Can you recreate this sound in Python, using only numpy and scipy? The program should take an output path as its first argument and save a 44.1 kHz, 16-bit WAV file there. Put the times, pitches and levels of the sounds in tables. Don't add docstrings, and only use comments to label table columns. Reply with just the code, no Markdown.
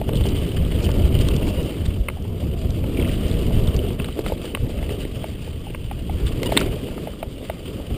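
import sys
import numpy as np
from scipy import signal
from scipy.fft import rfft, irfft, next_fast_len
from scipy.io import wavfile
from scipy.ndimage import uniform_filter1d

SR = 44100
rng = np.random.default_rng(int(sys.argv[2]) if len(sys.argv) > 2 else 0)


def linear_from_db(decibels):
    return 10 ** (np.asarray(decibels, float) / 20)


def persist_wave(psi):
    counts = np.round(np.clip(psi, -1, 1) * 32767).astype(np.int16)
    wavfile.write(sys.argv[1], SR, np.atleast_2d(counts).T)


N = 351458

# pitch in Hz, level in dB, time to fade 60 dB in seconds.
WALL_MODES = [
    [(1033, 5.5, 0.0051), (1214, 0, 0.017), (1356, -5, 0.014), (1660, -3, 0.011)],
    [(1855, 0, 0.009), (2150, 4, 0.011), (2320, 1, 0.014), (2660, 4, 0.0087), (3110, -5.5, 0.017)],
    [(3500, 5.5, 0.0066), (3790, 1.5, 0.011), (4100, 0, 0.011), (4340, -6, 0.0079)],
]
# frequency in Hz, level in dB per Hz.
WIND_TONE = [(8.8, -26), (15, 0.5), (75, 5), (183, -6), (222, -10.5), (400, -19.5), (520, -29), (880, -120)]
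# frequency in Hz, level in dB per Hz.
RUMBLE_TONE = [(71, -39), (120, -7), (264, -5), (312, -6.5), (419, -7), (655, -15.5), (781, -25.5),
               (1100, -30.5), (1430, -35), (2420, -120)]
# frequency in Hz, level in dB per Hz.
CRUNCH_TONE = [(470, -37), (800, -12), (965, -19), (1050, -12.5), (1170, -7), (1320, -11.5), (1750, -11.5),
               (2430, -8.5), (3010, 0), (3920, -15), (4200, -18.5), (5460, -19.5), (9240, -120)]
# frequency in Hz, level in dB per Hz.
DUST_TONE = [(2240, -13), (3800, -6), (4330, -1), (4770, 5), (5220, -9), (6000, -4), (7800, -42),
             (13200, -120)]
# time in seconds, wind pressure in dB.
AIRSPEED = [(0.0, -24), (.3, -21.5), (.62, -21.5), (1.2, -17.5), (1.5, -22.5), (1.95, -21), (2.1, -28),
            (2.5, -24.5), (3.0, -21.5), (3.5, -17.5), (3.95, -23), (4.45, -34), (4.65, -26.5), (5.85, -29),
            (6.17, -23), (6.6, -25.5), (7.05, -33.5), (7.97, -33)]
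# centre in seconds, half length in seconds, swell in dB.
GUST_SWELLS = [(.03, 0.04, -4), (.17, 0.079, 5), (.62, 0.093, 5.5), (.83, 0.034, -9), (1.06, 0.031, 0),
               (1.11, .02, -6), (1.18, 0.075, 4), (1.24, 0.037, -1), (1.7, 0.085, -11), (1.89, 0.075, 2),
               (2.05, 0.043, -4.5), (2.4, 0.031, -4), (2.47, .06, 4), (2.57, 0.064, -2), (2.66, .05, 1),
               (2.82, 0.055, 4), (2.96, 0.053, -4), (3.04, 0.034, 4), (4.18, 0.04, -9), (4.28, .04, 6),
               (3.95, .1, -3), (2.3, .08, 2), (3.72, .05, -4), (4.33, .04, -8), (4.64, 0.047, 8),
               (5.27, 0.044, -9), (6.19, 0.025, -9), (6.26, .04, 5.5), (6.57, .02, -6), (6.68, .07, 5.5),
               (7.46, 0.043, -8), (7.57, 0.076, -2), (7.93, .05, 12)]
# time in seconds, load on the tyres in dB, looseness of the dirt in dB.
GROUND = [(0.0, -36, -49), (.3, -30, -42.5), (.65, -31.5, -43.5), (1.0, -29.5, -43.5), (1.6, -29, -43),
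          (1.85, -35.5, -48.5), (2.1, -40, -52.5), (2.5, -34.5, -51.5), (2.8, -32, -50),
          (3.1, -30.5, -42.5), (3.66, -28.5, -44.5), (4.05, -34.5, -48), (4.9, -35, -48),
          (5.3, -39.5, -49.5), (5.85, -42.5, -52.5), (6.5, -29, -43.5), (7.3, -40, -51.5), (7.97, -35, -48)]
# centre in seconds, half length in
# seconds, extra rumble in dB, extra grit in dB.
STONES_HIT = [(.03, 0.045, 0.5, -3.5), (.09, .03, 7, 1), (.13, 0.032, 2, -8), (.21, 0.028, 3.5, 3),
              (.3, 0.037, 1.5, -0.5), (.62, 0.099, -2.5, -3), (.85, 0.043, 3.5, 3.5),
              (1.11, 0.015, 6, -4.5), (1.215, 0.024, 3.5, 7.5), (1.28, 0.026, 0, 3), (1.62, .05, 1.5, -1),
              (1.86, 0.02, -1, 9), (2.33, .05, -1.5, -1), (2.42, 0.077, 3, 3.5), (2.55, .03, -3, -4),
              (2.6, 0.052, -1.5, 5), (3.02, .08, 6, 0.5), (.33, .03, 0, -3), (2.33, .04, 4, 0),
              (2.75, .1, 0, 2), (3.975, .025, -3, -6), (4.13, .04, -10, 0.5), (4.24, .02, -2, -4),
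              (4.325, .03, 0, 5), (4.367, .012, 0, -5), (4.54, .012, 0, -5), (6.41, .02, 0, -3),
              (6.69, .03, 0, -3), (7.03, .05, 3, 3), (7.265, .02, 0, -4), (4.185, .035, 9, 2.5),
              (4.28, 0.059, 5.5, 5.5), (4.46, 0.064, -1.5, 3.5), (4.59, 0.064, -5, -1),
              (4.93, 0.066, 2, 3.5), (5.02, 0.044, -1, 4.5), (5.29, 0.022, 2, 5), (5.46, 0.084, 0.5, 3),
              (6.275, .025, -2.5, 7.5), (6.46, 0.028, 0, 2), (6.6, .08, 7, 5), (7.46, .04, 1, 4.5)]
# start in seconds, thud level in dB, thud pitch in Hz,
# sharpness (tick over thud) in dB.
MOUNT_THUDS = [(.014, -20.5, 630, -13), (.0905, -22, 600, -8), (.209, -24.5, 450, -11),
               (.254, -21.5, 554, -15), (.89, -20.5, 480, -9), (2.099, -29, 510, -4),
               (2.17, -34.5, 744, -18), (2.25, -29.5, 434, -22), (2.84, -24, 510, -10),
               (3.507, -29, 620, -10), (3.904, -31, 524, -4), (4.085, -36, 756, -1), (4.19, -23, 530, -9),
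               (4.299, -26, 634, -18), (4.3205, -15, 497, -22), (4.444, -27.5, 480, -16),
               (4.572, -31, 510, -7), (5.241, -22.5, 645, -10.5), (5.476, -27, 463, -21),
               (5.668, -33.5, 805, -21), (5.912, -27.5, 804, -4.5), (6.095, -26, 743, -12),
               (6.491, -25, 570, -11), (6.521, -13.5, 626, -14), (6.885, -30, 535, -8),
               (6.978, -33, 664, -6), (7.072, -23, 640, -13), (7.228, -19.5, 643, -10.5),
               (7.498, -18, 640, -8), (7.8, -28, 530, -24)]
# start in seconds, tick level in dB, clack over tick in dB,
# snap over tick in dB.
WALL_RAPS = [(.133, -33, -2, 1), (1.286, -29.5, 0.5, 5), (2.085, -18.5, -4.5, -17), (3.025, -29, -18, -10),
             (3.674, -40, 0, 8), (3.999, -28, -3, -14), (4.044, -31, -5, 1.5), (4.262, -27, -3, -6),
             (4.549, -15.5, -6.5, -13), (4.788, -34, -9, -14), (4.827, -32, -20, -16),
             (4.892, -31, -19, -3), (5.05, -36, -16, -2), (5.747, -26.5, -2, -28), (6.431, -22, -10, -5),
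             (6.567, -18, -9, -8), (6.5735, -9, -7, 5), (6.589, -29, -11, -17), (6.6125, -23, -16, -12)]
# start in seconds, snap level in dB, tick over snap in dB.
CABLE_FLICKS = [(.155, -30, -8), (.171, -33, -8), (.238, -34, -6), (.288, -30, -8), (1.19, -30, -10),
                (1.861, -30.5, -5.5), (3.313, -30, -13), (4.379, -37, -9), (5.284, -42, 2),
                (6.268, -27, -9), (6.46, -31, -11), (7.449, -41, -11)]
# start in seconds, level in dB, centre in Hz, width in Hz,
# length in seconds.
LOOSE_SCRAPES = [(0.151, -41.5, 3900, 2500, 0.027), (0.256, -42, 4800, 2500, .014),
                 (.286, -35, 4500, 2400, 0.009), (0.816, -41, 5000, 2500, 0.048),
                 (1.459, -42, 3800, 3000, 0.054), (2.97, -37, 2600, 895, 0.018),
                 (2.993, -39, 2600, 700, 0.015), (3.042, -37, 2500, 1300, 0.017),
                 (4.188, -43, 4400, 1400, .012), (4.257, -41, 2780, 2000, 0.032),
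                 (6.514, -33.5, 2940, 2500, .02), (6.576, -27, 2630, 2800, 0.011),
                 (6.566, -25, 2900, 2600, 0.0084), (6.588, -31, 2500, 1400, 0.011),
                 (6.593, -39, 2480, 2500, 0.043)]
# start in seconds, peak level in dB.
PEBBLE_CRACKS = [(0.0902, -24), (0.9158, -21), (1.1887, -25), (1.2126, -28), (1.286, -14), (1.3648, -17),
                 (1.4885, -27), (1.6302, -22), (2.2244, -34), (2.706, -22), (3.076, -26), (3.2824, -17),
                 (3.3244, -33), (3.5544, -31), (3.6726, -22), (3.7649, -15.5), (4.4568, -32), (5.1777, -33),
                 (6.432, -14), (6.449, -20), (6.4607, -12), (6.5344, -24), (6.6044, -17)]
# start in seconds, peak level in dB, pitch in Hz.
SHORT_PINGS = [(.091, -25, 2950), (.173, -26, 3000), (.209, -29, 2900), (.367, -27, 3200),
               (.387, -26, 3000), (.451, -28, 2900), (.519, -28, 3000), (1.144, -28, 3000),
               (1.212, -26, 3100), (1.286, -25, 3250), (3.791, -22, 3000), (4.044, -28, 1500),
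               (4.262, -26, 1300), (6.574, -19, 1600), (6.612, -18.5, 1350), (3.999, -23, 2700),
               (4.087, -32, 1150), (3.676, -27, 3400), (6.978, -31, 1280), (7.136, -35, 1200),
               (.155, -27, 3200), (.238, -28, 3500), (.261, -30, 3000), (.489, -32, 3080),
               (.588, -31, 3030), (.65, -30, 3140), (.72, -30, 2900), (.788, -31, 3060),
               (.8435, -27, 3140), (.916, -27, 2940), (1.038, -30, 2690), (1.09, -31, 2890),
               (1.125, -31, 3070), (1.165, -29, 2800), (1.189, -28, 2960), (1.212, -30, 4600),
               (1.252, -31, 2800), (1.313, -27, 2760), (1.365, -29, 3420), (1.429, -30, 2670),
               (1.47, -29, 2290), (1.489, -27, 2700), (2.947, -31, 2760), (2.972, -27, 2380),
               (2.982, -30, 2900), (2.997, -26, 2240), (3.015, -27, 3200), (3.024, -23, 2740),
               (3.046, -29, 2700), (3.077, -29, 1300), (3.0945, -30, 2000), (3.141, -29, 2970),
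               (4.126, -30, 3000), (4.283, -32, 3100), (4.572, -29, 1150), (6.519, -25, 2190),
               (6.594, -28, 2400), (6.605, -28, 2300), (6.63, -30, 2600), (6.679, -34, 2210)]
# start in seconds, peak level in dB, pitch in Hz.
HEAVY_JOLTS = [(0.207, -8.5, 56), (0.678, -20, 40.8), (0.859, -8, 79), (1.038, -4.5, 57.7),
               (1.998, -11.5, 48.4), (2.434, -14.5, 109), (2.648, -10, 86), (2.849, -23, 59.2),
               (3.498, -13.5, 202), (3.568, -10, 43.1), (3.998, -13.5, 182), (4.189, -9.5, 343),
               (4.319, -15, 70.0), (4.596, -13, 64), (5.051, -13, 323), (6.249, -19, 53.8),
               (6.4305, -13, 520), (6.492, -17, 300), (6.628, -17, 330), (4.163, -22, 420),
               (4.264, -20, 600), (4.287, -17, 150), (3.094, -16, 300), (7.757, -18, 260), (7.905, -17, 70)]
# start in seconds, level in dB, pitch in Hz, length in seconds.
BRAKE_SQUEAKS = [
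    (1.563, -36.5, 962, 0.051),
    (6.456, -26, 966, 0.022),
    (6.483, -38, 966, .013),
]
SQUEAK_HARMONICS = [-8, -14, -1, -15, -14]


def wind():
    eddies = rng.standard_normal(N) * linear_from_db(1.7 * wander(5.8, 26.0))
    strength_db = 0.02 + curve(AIRSPEED, axis=1) + humps(GUST_SWELLS, axis=2)
    return linear_from_db(strength_db) * colour(eddies, WIND_TONE)


def tyres():
    sink = np.arange(N) * 150.0 / SR
    stones = np.maximum.accumulate(wander(2.6, 56.0) + sink) - sink
    stones = evened(stones - stones.mean())

    rumble = rng.standard_normal(N) * linear_from_db(0.99 * stones + 1.56 * wander(3.8, 72.0))
    rumble = colour(patchy(rumble, 2.03, frames=10, bins=2), RUMBLE_TONE)
    load_db = 2.5 + curve(GROUND, axis=1) + humps(STONES_HIT, axis=2)

    grains = linear_from_db(4.9 * np.minimum(rng.exponential(1, N), 5))
    grains = grains * (rng.random(N) < 900 / SR) * rng.choice([-1, 1], N)
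    crunch = rng.standard_normal(N) + 0.24 * evened(grains)
    crunch = crunch * linear_from_db(2.2 * stones + 0.49 * wander(7.6, 62.0))
    crunch = colour(patchy(crunch, 1.8, frames=8, bins=6), CRUNCH_TONE)

    dust = rng.standard_normal(N) * linear_from_db(1.8 * stones + 2.2 * wander(6.5, 77.0))
    dust = colour(dust, DUST_TONE)
    dust_gain = loose_dirt(-8.5, stone_jump=1.64)
    return linear_from_db(load_db) * rumble + crunch_gain() * crunch + dust_gain * dust


def loose_dirt(offset_db, stone_jump):
    return linear_from_db(offset_db + curve(GROUND, axis=2) + stone_jump * humps(STONES_HIT, axis=3))


def crunch_gain():
    return loose_dirt(3.5, stone_jump=1)


def blows():
    rows = []
    for s, thud_db, thud_hz, sharp in MOUNT_THUDS:
        tick_db = thud_db + sharp
        rows.append((s, thud_db, thud_hz, tick_db - 2, tick_db, tick_db - 10))
    for s, tick_db, clack, snap in WALL_RAPS:
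        rows.append((s, -18 + 0.4 * tick_db, 552, tick_db + clack, tick_db, tick_db + snap))
    for s, snap_db, tick in CABLE_FLICKS:
        rows.append((s, snap_db - 13, 497, snap_db - 17.0, snap_db + tick, snap_db))
    return rows


def knocks():
    out, t = np.zeros(N), np.arange(2000) / SR
    rows = blows()
    rattles = rng.standard_normal((len(rows), 400)) * linear_from_db(-60 * t[:400] / 0.015)
    contact = signal.windows.hann(9)
    slap_band = signal.butter(2, [900.0, 2800.0], "bandpass", fs=SR, output="sos")
    for (s, thud_db, thud_hz, *levels_db), rattle in zip(rows, rattles):
        blow = np.convolve(0.1 * rattle + signal.unit_impulse(400), contact)

        slap = signal.sosfilt(slap_band, blow)
        add(out, s, linear_from_db(levels_db[1] - 4.5) * -slap / abs(slap).max())

        thud = linear_from_db(-60 * t / 0.022) * np.sin(2 * np.pi * thud_hz * t)
        thud -= linear_from_db(-14.0 - 60 * t / 0.033) * np.sin(2 * np.pi * 870.0 * t)
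        thud *= (1 - np.exp(-t / 0.0006)) ** 2
        add(out, s + 0.0002, linear_from_db(thud_db + 4.0) * thud / abs(thud).max())

        detune = 1 + 0.012 * np.clip(rattle[0], -2, 2)
        for family, level_db in zip(WALL_MODES, levels_db):
            ring = np.zeros(len(t))
            for k, (hz, db, t60) in enumerate(family):
                ring += (-1) ** k * linear_from_db(db - 60 * t / t60) * np.sin(2 * np.pi * hz * detune * t)
            ring = signal.fftconvolve(ring, blow)
            add(out, s, linear_from_db(level_db + 2.5) * ring / abs(ring).max())
    return out


def pebbles():
    out, t = np.zeros(N), np.arange(300) / SR
    bright = signal.butter(2, 3000.0, "highpass", fs=SR, output="sos")
    bursts = rng.standard_normal((len(PEBBLE_CRACKS), 300)) * linear_from_db(-60 * t / 0.0072)
    cracks = signal.sosfilt(bright, bursts)
    for (s, db), crack in zip(PEBBLE_CRACKS, cracks):
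        add(out, s, linear_from_db(db + 3.0) * crack / abs(crack).max())

    grit = np.zeros(N)
    for hz in np.geomspace(2100.0, 3900.0, num=10):
        hits = linear_from_db(2.4 * np.minimum(rng.exponential(1, N), 3)) * (rng.random(N) < 45.0 / SR)
        ring = linear_from_db(-60 * t / 0.012) * np.sin(2 * np.pi * hz * t)
        grit += signal.oaconvolve(hits, ring)[:N]
    return out + linear_from_db(-10.0) * crunch_gain() * evened(grit)


def scrapes():
    out = np.zeros(N)
    grit = rng.standard_normal((len(LOOSE_SCRAPES), 6000))
    for (s, db, hz, width, length), noise in zip(LOOSE_SCRAPES, grit):
        band = [max(hz - width / 2, 100), hz + width / 2]
        sos = signal.butter(3, band, "bandpass", fs=SR, output="sos")
        puff = evened(signal.sosfilt(sos, noise * abs(noise)))[:int(length * SR)]
        add(out, s, linear_from_db(db) * puff * signal.windows.tukey(len(puff), 0.5))
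    return out


def squeaks():
    out = np.zeros(N)
    for s, db, hz, length in BRAKE_SQUEAKS:
        t = np.arange(int(length * SR)) / SR
        stack = np.zeros(len(t))
        for k, harmonic_db in enumerate(SQUEAK_HARMONICS, start=1):
            stack += linear_from_db(harmonic_db) * np.sin(2 * np.pi * k * hz * t)
        add(out, s, linear_from_db(db) * stack * signal.windows.tukey(len(t), 0.5))
    return out


def jolts():
    out = np.zeros(N)
    for s, db, hz in HEAVY_JOLTS:
        turns = np.arange(int(2 * SR / hz)) * hz / SR
        swell = np.sin(np.pi * turns / 2) * linear_from_db(-3.0 * turns)
        add(out, s, linear_from_db(db) * np.sin(2 * np.pi * turns) * swell)
    return out


def pings():
    out, t = np.zeros(N), np.arange(1200) / SR
    for s, db, hz in SHORT_PINGS:
        fade = linear_from_db(db + 4.0 - 60 * t / 0.015)
        add(out, s, fade * np.sin(2 * np.pi * hz * t) * (1 - np.exp(-t / 0.0004)))
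    return out


def evened(x):
    return x / np.sqrt(np.mean(x ** 2) + 1e-20)


def colour(x, spectrum):
    size = next_fast_len(N)
    f, db = np.transpose(spectrum)
    log_f = np.log(np.fft.rfftfreq(size, 1 / SR) + 1)
    gain = linear_from_db(np.interp(log_f, np.log(f + 1), db, -80, -80))
    return evened(irfft(rfft(x, size) * gain, size)[:N])


def wander(low_hz, high_hz):
    sos = signal.butter(1, [low_hz, high_hz], "bandpass", fs=SR, output="sos")
    return evened(signal.sosfilt(sos, rng.standard_normal(N)))


def patchy(x, depth_db, frames, bins):
    z = signal.stft(x, nperseg=512)[2]
    field = uniform_filter1d(rng.standard_normal(z.shape), bins, 0)
    field = uniform_filter1d(field, frames, 1)
    return signal.istft(z * linear_from_db(depth_db * evened(field)), nperseg=512)[1][:N]


def curve(rows, axis):
    rows = np.array(rows)
    return np.interp(np.arange(N) / SR, rows[:, 0], rows[:, axis])


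def humps(rows, axis):
    out = np.zeros(N)
    for row in rows:
        centre, half = row[0], row[1]
        add(out, max(centre - half, 0), row[axis] * signal.windows.hann(int(2 * half * SR)))
    return out


def add(mix, s, sound):
    part = mix[round(s * SR):][:len(sound)]
    part += sound[:len(part)]


def scene():
    mix = wind() + tyres() + knocks() + pebbles() + scrapes() + squeaks() + jolts() + pings()
    return mix[None]


def low_pass(x):
    return signal.sosfilt(signal.butter(12, 16100, fs=SR, output="sos"), x)


def record(dry):
    slow = signal.resample_poly(dry[0], 40, 147, window=("kaiser", 8))
    held = signal.resample_poly(np.repeat(slow, 4), 147, 160, window=("kaiser", 8))[:N]
    held = held + linear_from_db(-67.0) * rng.standard_normal(len(held))
    held = np.pad(held, (0, N - len(held)))
    edge = signal.firwin(201, 15300, window=("kaiser", 6), fs=SR)
    finished = np.clip(signal.oaconvolve(held, edge, "same"), -1, 1)
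    return low_pass(finished[None])


dry = scene()
out = record(dry)
persist_wave(out)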